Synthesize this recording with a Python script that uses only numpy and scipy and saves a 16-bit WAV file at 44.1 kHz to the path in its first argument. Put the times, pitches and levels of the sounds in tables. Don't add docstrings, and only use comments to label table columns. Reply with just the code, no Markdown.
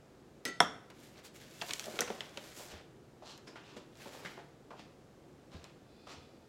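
import sys
import numpy as np
from scipy import signal
from scipy.fft import rfft, irfft, next_fast_len
from scipy.io import wavfile
from scipy.ndimage import map_coordinates

SR = 44100
rng = np.random.default_rng(int(sys.argv[2]) if len(sys.argv) > 2 else 0)


def dump_mix(stems):
    frames = np.atleast_2d(stems).T
    limited = np.clip(frames, -1, 1)
    pcm = np.round(limited * 32767).astype(np.int16)
    wavfile.write(sys.argv[1], SR, pcm)


N = 285768
RING_T = np.arange(SR // 2) / SR


def amp(db):
    return 10 ** (np.asarray(db) / 20)


def unit(x):
    return x / np.sqrt(np.mean(x ** 2) + 1e-20)


def along(points, hz):
    f, v = np.transpose(points)
    return np.interp(np.log(hz + 1), np.log(f + 1), v)


def filtered(x, response):
    m = next_fast_len(len(x) + SR // 4)
    freqs = np.fft.rfftfreq(m, 1 / SR)
    return irfft(rfft(x, m) * response(freqs), m)[:len(x)]


def coloured(x, spectrum):
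    return unit(filtered(x, lambda hz: amp(along(spectrum, hz))))


def band(f, hz, q):
    damping = 1j * f * hz / q
    return (damping / (hz * hz - f * f + damping)) ** 2


def wobble(rate):
    knots = rng.standard_normal(int(N * rate / SR) + 4)
    return map_coordinates(knots, [np.arange(N) * rate / SR])


def fade(t60):
    return np.exp(-np.log(1000) * RING_T / max(t60, 1e-3))


def burst(hz, q, t60):
    noise = rng.standard_normal(len(RING_T))
    return unit(filtered(noise, lambda f: band(f, hz, q))) * fade(t60)


def ring(modes):
    total = np.zeros(len(RING_T))
    for k, (hz, db, t60) in enumerate(modes):
        strength = (-1) ** k * amp(db + rng.standard_normal())
        total += strength * fade(t60) * np.sin(2 * np.pi * hz * RING_T)
    return total


def add(track, s, sound):
    part = track[round(s * SR):][:len(sound)]
    part += sound[:len(part)]


STROKE_SHAPE = 1.73


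def stroke(s, rise, fall):
    t = np.arange(N) / SR - s
    return np.exp(-np.abs(t / np.where(t < 0, rise, fall)) ** STROKE_SHAPE)


def grains(rate, spread_db):
    happens = rng.random(N) < rate / SR
    size = rng.standard_normal(N) * amp(spread_db * rng.standard_normal(N))
    return unit(happens * size)


# (frequency [Hz], t60 [s])
REVERB_TIMES = [(120, 0.77), (500, 0.41), (1500, 0.56), (3500, 0.45), (6000, 0.41), (10000, 0.65),
                (15000, 0.2)]


def in_room(x, wet_db, build=0.007, soft_hz=7500):
    hz, t, z = signal.stft(rng.standard_normal(len(RING_T)), SR, nperseg=256)
    absorbed = np.exp(-np.log(1000) * t / along(REVERB_TIMES, hz)[:, None])
    tail = signal.istft(z * absorbed, SR, nperseg=256)[1][:len(RING_T)]
    tail *= 1 - np.exp(-(RING_T / build) ** 2)
    tail = filtered(tail / np.linalg.norm(tail), lambda f: 1 / np.sqrt(1 + (f / soft_hz) ** 8))
    return x + amp(wet_db) * signal.fftconvolve(x, tail)[:len(x)]


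# (frequency [Hz], relative level [dB])
AIR_SPECTRUM = [(15, -44), (25, -18), (128, -9), (176, -8), (318, -9), (543, -12), (604, -15.5), (691, -16),
                (1060, -23.5), (1150, -22), (2430, -29), (3090, -29.5), (15000, -35.5)]
# (frequency [Hz], rms level [dB])
MOTOR_TONES = [(121, -75), (143, -72)]
DRONE_HZ, DRONE_Q = 345, 3
DRONE_DB, DRONE_SWING_DB = -70, 5


def room_tone():
    t = np.arange(N) / SR
    hum = np.zeros(N)
    for hz, db in MOTOR_TONES:
        phase = 2 * np.pi * hz * t + 0.4 * wobble(5.8)
        hum += amp(db) * np.sqrt(2) * np.sin(phase)
    drone = unit(filtered(rng.standard_normal(N), lambda f: band(f, DRONE_HZ, DRONE_Q)))
    drone *= amp(DRONE_DB + DRONE_SWING_DB * np.tanh(wobble(11)))
    air = amp(-60.5 + 0.19 * wobble(2.9)) * coloured(rng.standard_normal(N), AIR_SPECTRUM)
    return hum + drone + air


# (time of peak [s], rise [s], fall [s])
SHEEN_SWELL = (6.03, 0.16, 0.38)
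# (frequency [Hz], level [dB])
SHEEN_BANDS = [(2500, -77), (3550, -74), (4050, -75), (4480, -75), (5050, -76.5)]
SHEEN_Q, SHEEN_DRIFT = 16, 0.015


def sheen():
    out = np.zeros(N)
    for hz, db in SHEEN_BANDS:
        streak = unit(filtered(rng.standard_normal(N), lambda f: band(f, hz, SHEEN_Q)))
        clock = np.cumsum(1 + SHEEN_DRIFT * wobble(8))
        out += amp(db) * map_coordinates(streak, [clock], mode="mirror")
    return out * stroke(*SHEEN_SWELL)


# (time [s], level [dB], frequency [Hz])
HEEL_STEPS = [(2.732, -47.5, 78.5), (5.545, -44.5, 81.5), (6.166, -52.5, 85)]


def steps():
    out = np.zeros(N)
    for s, db, hz in HEEL_STEPS:
        boom = np.sin(2 * np.pi * hz * RING_T) * fade(0.25) + amp(-1.5) * burst(164, q=0.59, t60=0.13)
        add(out, s, amp(db) * boom * (1 - np.exp(-RING_T / 0.0027)))
    return out


# (time of peak [s], length scale [s], scrape level [dB], fizz re scrape [dB], hollow body re scrape [dB])
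RUB_STROKES = [(1.03, 0.17, -66.5, 7.5, -8), (1.175, 0.064, -62, -8, -4), (1.252, 0.042, -60, 9.5, -8),
               (1.361, 0.038, -61, 10, -21), (1.422, 0.062, -62.5, 2, -7), (1.55, 0.32, -64, 6, -31),
               (1.706, 0.24, -66, 17.5, -5), (1.933, 0.29, -61.5, 7, 4.5), (2.183, 0.46, -63.5, 0.5, 0.5),
               (2.459, 0.22, -65, 8.5, -8), (2.601, 0.14, -63.5, 15, -14), (2.732, 0.13, -60, -34, 1),
               (4.033, 0.17, -59.5, 3, -2), (4.153, 0.13, -69, 7, 3.5), (4.264, 0.18, -62.5, -1, 2.5)]
# (frequency [Hz], relative level [dB])
BODY_SPECTRUM = [(150, -30), (300, -5.5), (550, 0.5), (900, -7.5), (1400, -13), (2500, -28)]
SCRAPE_SPECTRUM = [(700, -20), (1500, 2), (2500, 3.5), (3600, 2.5), (5500, -4.5), (7500, -26),
                   (9000, -59.5), (14000, -84.5)]
FIZZ_SPECTRUM = [(3000, -20.5), (7000, -6.5), (9000, -8.5), (12000, -6), (16000, -9.5)]
RISE_SHARE = 0.36
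SLIPS_PER_S, SLIP_SPREAD_DB, GRIP_DB = 8000, 1.5, 1.2


def rustle():
    slips = grains(rate=SLIPS_PER_S, spread_db=SLIP_SPREAD_DB)
    slips *= amp(GRIP_DB * wobble(50))
    body = coloured(slips, BODY_SPECTRUM)
    scrape = coloured(slips, SCRAPE_SPECTRUM)
    fizz = coloured(slips, FIZZ_SPECTRUM)
    out = np.zeros(N)
    for s, length, db, fizz_db, body_db in RUB_STROKES:
        speed = stroke(s, RISE_SHARE * length, (1 - RISE_SHARE) * length)
        out += amp(db) * speed * (scrape + amp(fizz_db) * fizz + amp(body_db) * body)
    return in_room(out, wet_db=-7.5)


CRUSH_S, CRUSH_LENGTH_S, CRUSH_DB = 1.88, 0.5, -54
CRINKLES_PER_S = 110
CRINKLE_HZ = 3400
CRINKLE_DB, CRINKLE_SPREAD_DB = 8, 3


def crinkles():
    out = np.zeros(N)
    actions = [row[:3] for row in RUB_STROKES] + [(CRUSH_S, CRUSH_LENGTH_S, CRUSH_DB)]
    for s, length, db in actions:
        for when, size, pitch in rng.uniform(-1, 1, (round(CRINKLES_PER_S * length), 3)):
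            tick = burst(CRINKLE_HZ * 2 ** pitch, q=1.2, t60=0.008)
            gain = amp(db + CRINKLE_DB + 2 * CRINKLE_SPREAD_DB * size) * (1 - when ** 2)
            add(out, s + when * length * 0.7, gain * tick)
    return in_room(out, wet_db=-9)


# (time [s], level [dB], pitch [Hz], sharpness Q [-], buckling time [s])
CREASE_SNAPS = [(0.901, -54, 3650, 0.17, 0.0062), (1.6142, -34, 3100, 1.2, 0.0044),
                (1.619, -34.5, 1830, 0.54, 0.0048), (1.685, -44, 3460, 0.43, 0.0035),
                (1.692, -40, 2160, 0.71, 0.003), (1.708, -31, 3030, 0.91, 0.0047),
                (1.7348, -25.5, 4400, 0.72, 0.0026), (1.7955, -27, 4400, 0.64, 0.0012),
                (1.842, -38, 4370, 0.8, 0.0022), (1.858, -39, 5300, 0.53, 0.0025),
                (1.99, -27.5, 1780, 0.44, 0.0049), (2.007, -15, 6900, 1.05, 0.00098),
                (2.018, -33.5, 1530, 1.4, 0.0052), (2.076, -49, 1980, 1.1, 0.0092),
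                (2.2067, -30.5, 2880, 1.36, 0.0026), (2.373, -36, 2640, 0.75, 0.0037),
                (3.377, -47, 6930, 0.39, 0.002), (5.642, -42.5, 4850, 0.62, 0.0015)]
SNAP_DB, SNAP_HZ = -35, 2860
HOLLOW_DB, HOLLOW_PER_DB, HOLLOW_DB_PER_OCTAVE = -12.5, -0.9, -8.5
CRACKLE_DB, CRACKLE_T60_S = -19, 0.11


def snaps():
    out = np.zeros(N)
    for s, db, hz, q, length in CREASE_SNAPS:
        hollow_db = HOLLOW_DB + HOLLOW_PER_DB * (db - SNAP_DB)
        hollow_db += HOLLOW_DB_PER_OCTAVE * np.log2(hz / SNAP_HZ)
        gate = np.exp(-(RING_T / length) ** 2)
        pulses = gate * rng.choice([-1, 1], len(RING_T))
        buckle = filtered(pulses, lambda f: band(f, hz, q))
        buckle *= np.linalg.norm(gate) / np.linalg.norm(buckle)
        crackle = amp(CRACKLE_DB) * burst(hz, q, CRACKLE_T60_S)
        hollow = amp(hollow_db) * burst(610, q=0.23, t60=0.12)
        add(out, s, amp(db) * (buckle + crackle + hollow))
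    return in_room(out, wet_db=-11.5)


# (time of peak [s], rise [s], fall [s], rasp level [dB], rasp pitch [Hz],
# body re rasp [dB], resonance [Hz], resonance re rasp [dB])
SLIDES = [(2.715, 0.024, 0.017, -55, 3870, -11, 5300, -18.5),
          (3.295, 0.044, 0.046, -54, 3340, -2.5, 4000, -16), (3.477, 0.0082, 0.029, -66, 4540, 9, 4960, 6),
          (3.56, .004, 0.032, -57.5, 2250, -5, 1520, -4.5), (3.676, 0.047, 0.11, -65, 2670, 4, 2680, -9),
          (3.767, 0.0046, 0.021, -61.5, 4540, 2.5, 6460, -8),
          (4.262, 0.0089, 0.028, -54.5, 2630, -4, 2080, 0), (4.371, .035, 0.073, -72, 1830, 6, 1230, -6),
          (4.797, 0.023, 0.036, -58, 2880, -23, 4240, -21),
          (5.539, 0.02, 0.049, -63.5, 2930, 5.5, 3700, -12),
          (5.65, 0.035, 0.055, -68.5, 2420, 1, 2380, -13),
          (6.074, 0.0056, 0.12, -61.5, 2520, -4, 3360, -14.5),
          (6.122, 0.04, 0.024, -59.5, 4000, 3.5, 5200, -18)]
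SCUFF_Q, SCUFF_RING_Q = 0.84, 5.8


def scuffs():
    out = np.zeros(N)
    slips = grains(rate=9000, spread_db=-3)
    body = unit(filtered(slips, lambda f: band(f, 800, q=0.28)))
    for s, rise, fall, db, hz, body_db, ring_hz, ring_db in SLIDES:
        rasp = unit(filtered(slips, lambda f: band(f, hz, SCUFF_Q)))
        tone = unit(filtered(slips, lambda f: band(f, ring_hz, SCUFF_RING_Q)))
        mix = rasp + amp(body_db) * body + amp(ring_db) * tone
        out += amp(db) * stroke(s, rise, fall) * mix
    return in_room(out, wet_db=-3.5)


# (time [s], level [dB], pitch [Hz], click re dull knock [dB], t60 [s])
DULL_BUMPS = [(0.626, -31, 270, -32, 0.029), (2.596, -51, 630, -4, 0.19), (3.222, -53, 640, -15, 0.24),
              (3.473, -51.5, 356, -3, 0.16), (3.557, -50.5, 980, -12, 0.18),
              (3.766, -48.5, 334, -2.5, 0.11), (4.058, -46, 480, -28, 0.14),
              (4.149, -44.5, 540, -22, 0.053), (4.2502, -42.5, 1900, -3, 0.04),
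              (4.2585, -42.5, 1750, -13, 0.057), (4.375, -47, 526, -22, 0.13),
              (4.389, -53.5, 706, -8.5, 0.14), (4.7053, -47.5, 739, -15, 0.2),
              (4.794, -47, 764, -5.5, 0.04), (6.07, -51, 790, -15, 0.17)]
THUD_DB, THUD_HZ, THUD_T60_S = -4.5, 221, 0.065


def bumps():
    out = np.zeros(N)
    for s, db, hz, click_db, t60 in DULL_BUMPS:
        click = amp(click_db) * burst(3060, q=0.71, t60=t60)
        thud = amp(THUD_DB) * burst(THUD_HZ, q=0.74, t60=THUD_T60_S)
        dull = burst(hz, q=0.99, t60=t60)
        add(out, s, amp(db) * (dull + click + thud))
    return in_room(out, wet_db=-7.0)


# (time [s], level [dB], pitch [Hz], t60 [s], low thud re note [dB])
BAG_THUMPS = [(1.622, -39, 698, 0.06, -9), (1.867, -44, 657, 0.051, -6), (1.881, -36, 624, 0.045, -12),
              (1.94, -38, 374, 0.069, -9), (1.996, -36.5, 480.5, 0.21, -11),
              (2.008, -29, 1476, 0.027, -12.5), (2.02, -38.5, 676, 0.057, -5.5),
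              (2.1026, -25, 497, 0.019, -10.5), (2.376, -44, 552, 0.091, -14)]
THUMP_LOW_HZ = 111


def thumps():
    out = np.zeros(N)
    for s, db, hz, t60, thud_db in BAG_THUMPS:
        note = np.sin(2 * np.pi * hz * RING_T) * fade(t60) * (1 - np.exp(-RING_T / 0.00037))
        thud = np.sin(2 * np.pi * 221 * RING_T) * fade(0.1) + amp(2.0) * burst(327, q=0.68, t60=0.083)
        contact = amp(-14) * burst(2500, q=0.58, t60=0.016)
        add(out, s, amp(db) * (note + amp(thud_db) * thud + contact))
    radiated = filtered(out, lambda f: (1j * f / (THUMP_LOW_HZ + 1j * f)) ** 3)
    return in_room(radiated, wet_db=-10.0)


# (time [s], ring gain [dB], tick gain [dB])
CLINK_CONTACTS = [(0.4524, 0, 6), (0.4768, -18, -7), (0.4857, -16, -7)]
# (frequency [Hz], level before the ring gain [dB], t60 [s])
STEEL_MODES = [(1351, -48.5, .42), (1500, -48, .2), (1750, -46, .08), (1915, -40, .1), (1955, -41, .21),
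               (2304, -52, .22), (2880, -44, .08), (3079, -51, .35), (3295, -54, .24), (3564, -55, .4),
               (3924, -55, .35), (4130, -45, .06), (4457, -50, .46), (5076, -59, .4), (5290, -40, .09),
               (5927, -46, .11), (6234, -41, .1), (6320, -51, .25), (6519, -49, .15), (7267, -50, .13),
               (8000, -44, .09), (8511, -44, .11), (10350, -42, .11)]


def utensil():
    out = np.zeros(N)
    for s, ring_db, tick_db in CLINK_CONTACTS:
        buzz = amp(-40) * burst(1950, q=7, t60=0.17)
        jangle = amp(-43) * burst(2600, q=0.8, t60=0.2) + amp(-46) * burst(8500, q=0.9, t60=0.15)
        tick = amp(-34) * burst(5600, q=0.35, t60=0.02)
        board = amp(-44.5) * burst(327, q=1.02, t60=0.15)
        ringing = ring(STEEL_MODES) + buzz + jangle
        add(out, s, amp(ring_db) * ringing + amp(tick_db) * (tick + board))
    return in_room(out, wet_db=-11)


KNOCK_S, KNOCK_DB = 0.6028, 1.5
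# (frequency [Hz], level before the blow's gain [dB], t60 [s])
COUNTER_MODES = [(166, -35.5, 0.13), (249.7, -27.5, 0.021), (343, -38.5, 0.031), (484.4, -32, 0.029),
                 (705, -20.5, 0.067), (790, -24, 0.068), (971, -24, 0.11), (1075, -26.5, 0.039),
                 (1329, -19, 0.033), (1494, -17.5, 0.028), (1744, -20.5, 0.03), (1910, -29.5, 0.05),
                 (2105, -20.5, 0.03), (3234, -19.5, 0.024), (3480, -18, 0.028), (3764, -28, 0.024),
                 (4170, -33, .025), (5320, -20, 0.015), (5500, -13, 0.015), (6250, -42, 0.03),
                 (7680, -37.5, 0.055), (8600, -33.5, 0.03), (10280, -19.5, 0.018)]
# (frequency [Hz], level before the blow's gain [dB], sharpness Q [-], t60 [s])
WALL_CLUSTERS = [(3370, -38, 9, 0.22), (5570, -46.5, 26, 0.29), (5960, -43.5, 5, 0.16)]


def knock():
    modes, rattle = np.zeros(N), np.zeros(N)
    blow = amp(KNOCK_DB) * (1 - np.exp(-RING_T / 0.00022))
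    crack = amp(-23.5) * burst(2600, q=0.33, t60=0.017)
    clatter = amp(-27.5) * burst(620, q=0.81, t60=0.088)
    clatter += amp(-36.5) * burst(1270, q=1.8, t60=0.27)
    clatter += amp(-39.5) * burst(7100, q=0.75, t60=0.16)
    wall = sum(amp(db) * burst(hz, q, t60) for hz, db, q, t60 in WALL_CLUSTERS)
    add(modes, KNOCK_S, blow * ring(COUNTER_MODES))
    add(rattle, KNOCK_S, blow * (crack + clatter + wall))
    return in_room(modes, wet_db=-17) + in_room(rattle, wet_db=-11)


def scene():
    impacts = knock() + utensil() + snaps() + thumps() + bumps() + steps()
    friction = rustle() + crinkles() + scuffs()
    background = sheen() + room_tone()
    return (impacts + friction + background)[None]


# (frequency [Hz], gain [dB])
MICROPHONE_RESPONSE = [(1000, 1.5), (7500, -2.5), (8500, -6), (12000, -9), (16000, -12)]
TOP_HZ = 15900


def record(dry):
    def response(hz):
        return amp(along(MICROPHONE_RESPONSE, hz)) * (hz < TOP_HZ)
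    return np.array([filtered(channel, response) for channel in dry])


dry = scene()
out = record(dry)
dump_mix(out)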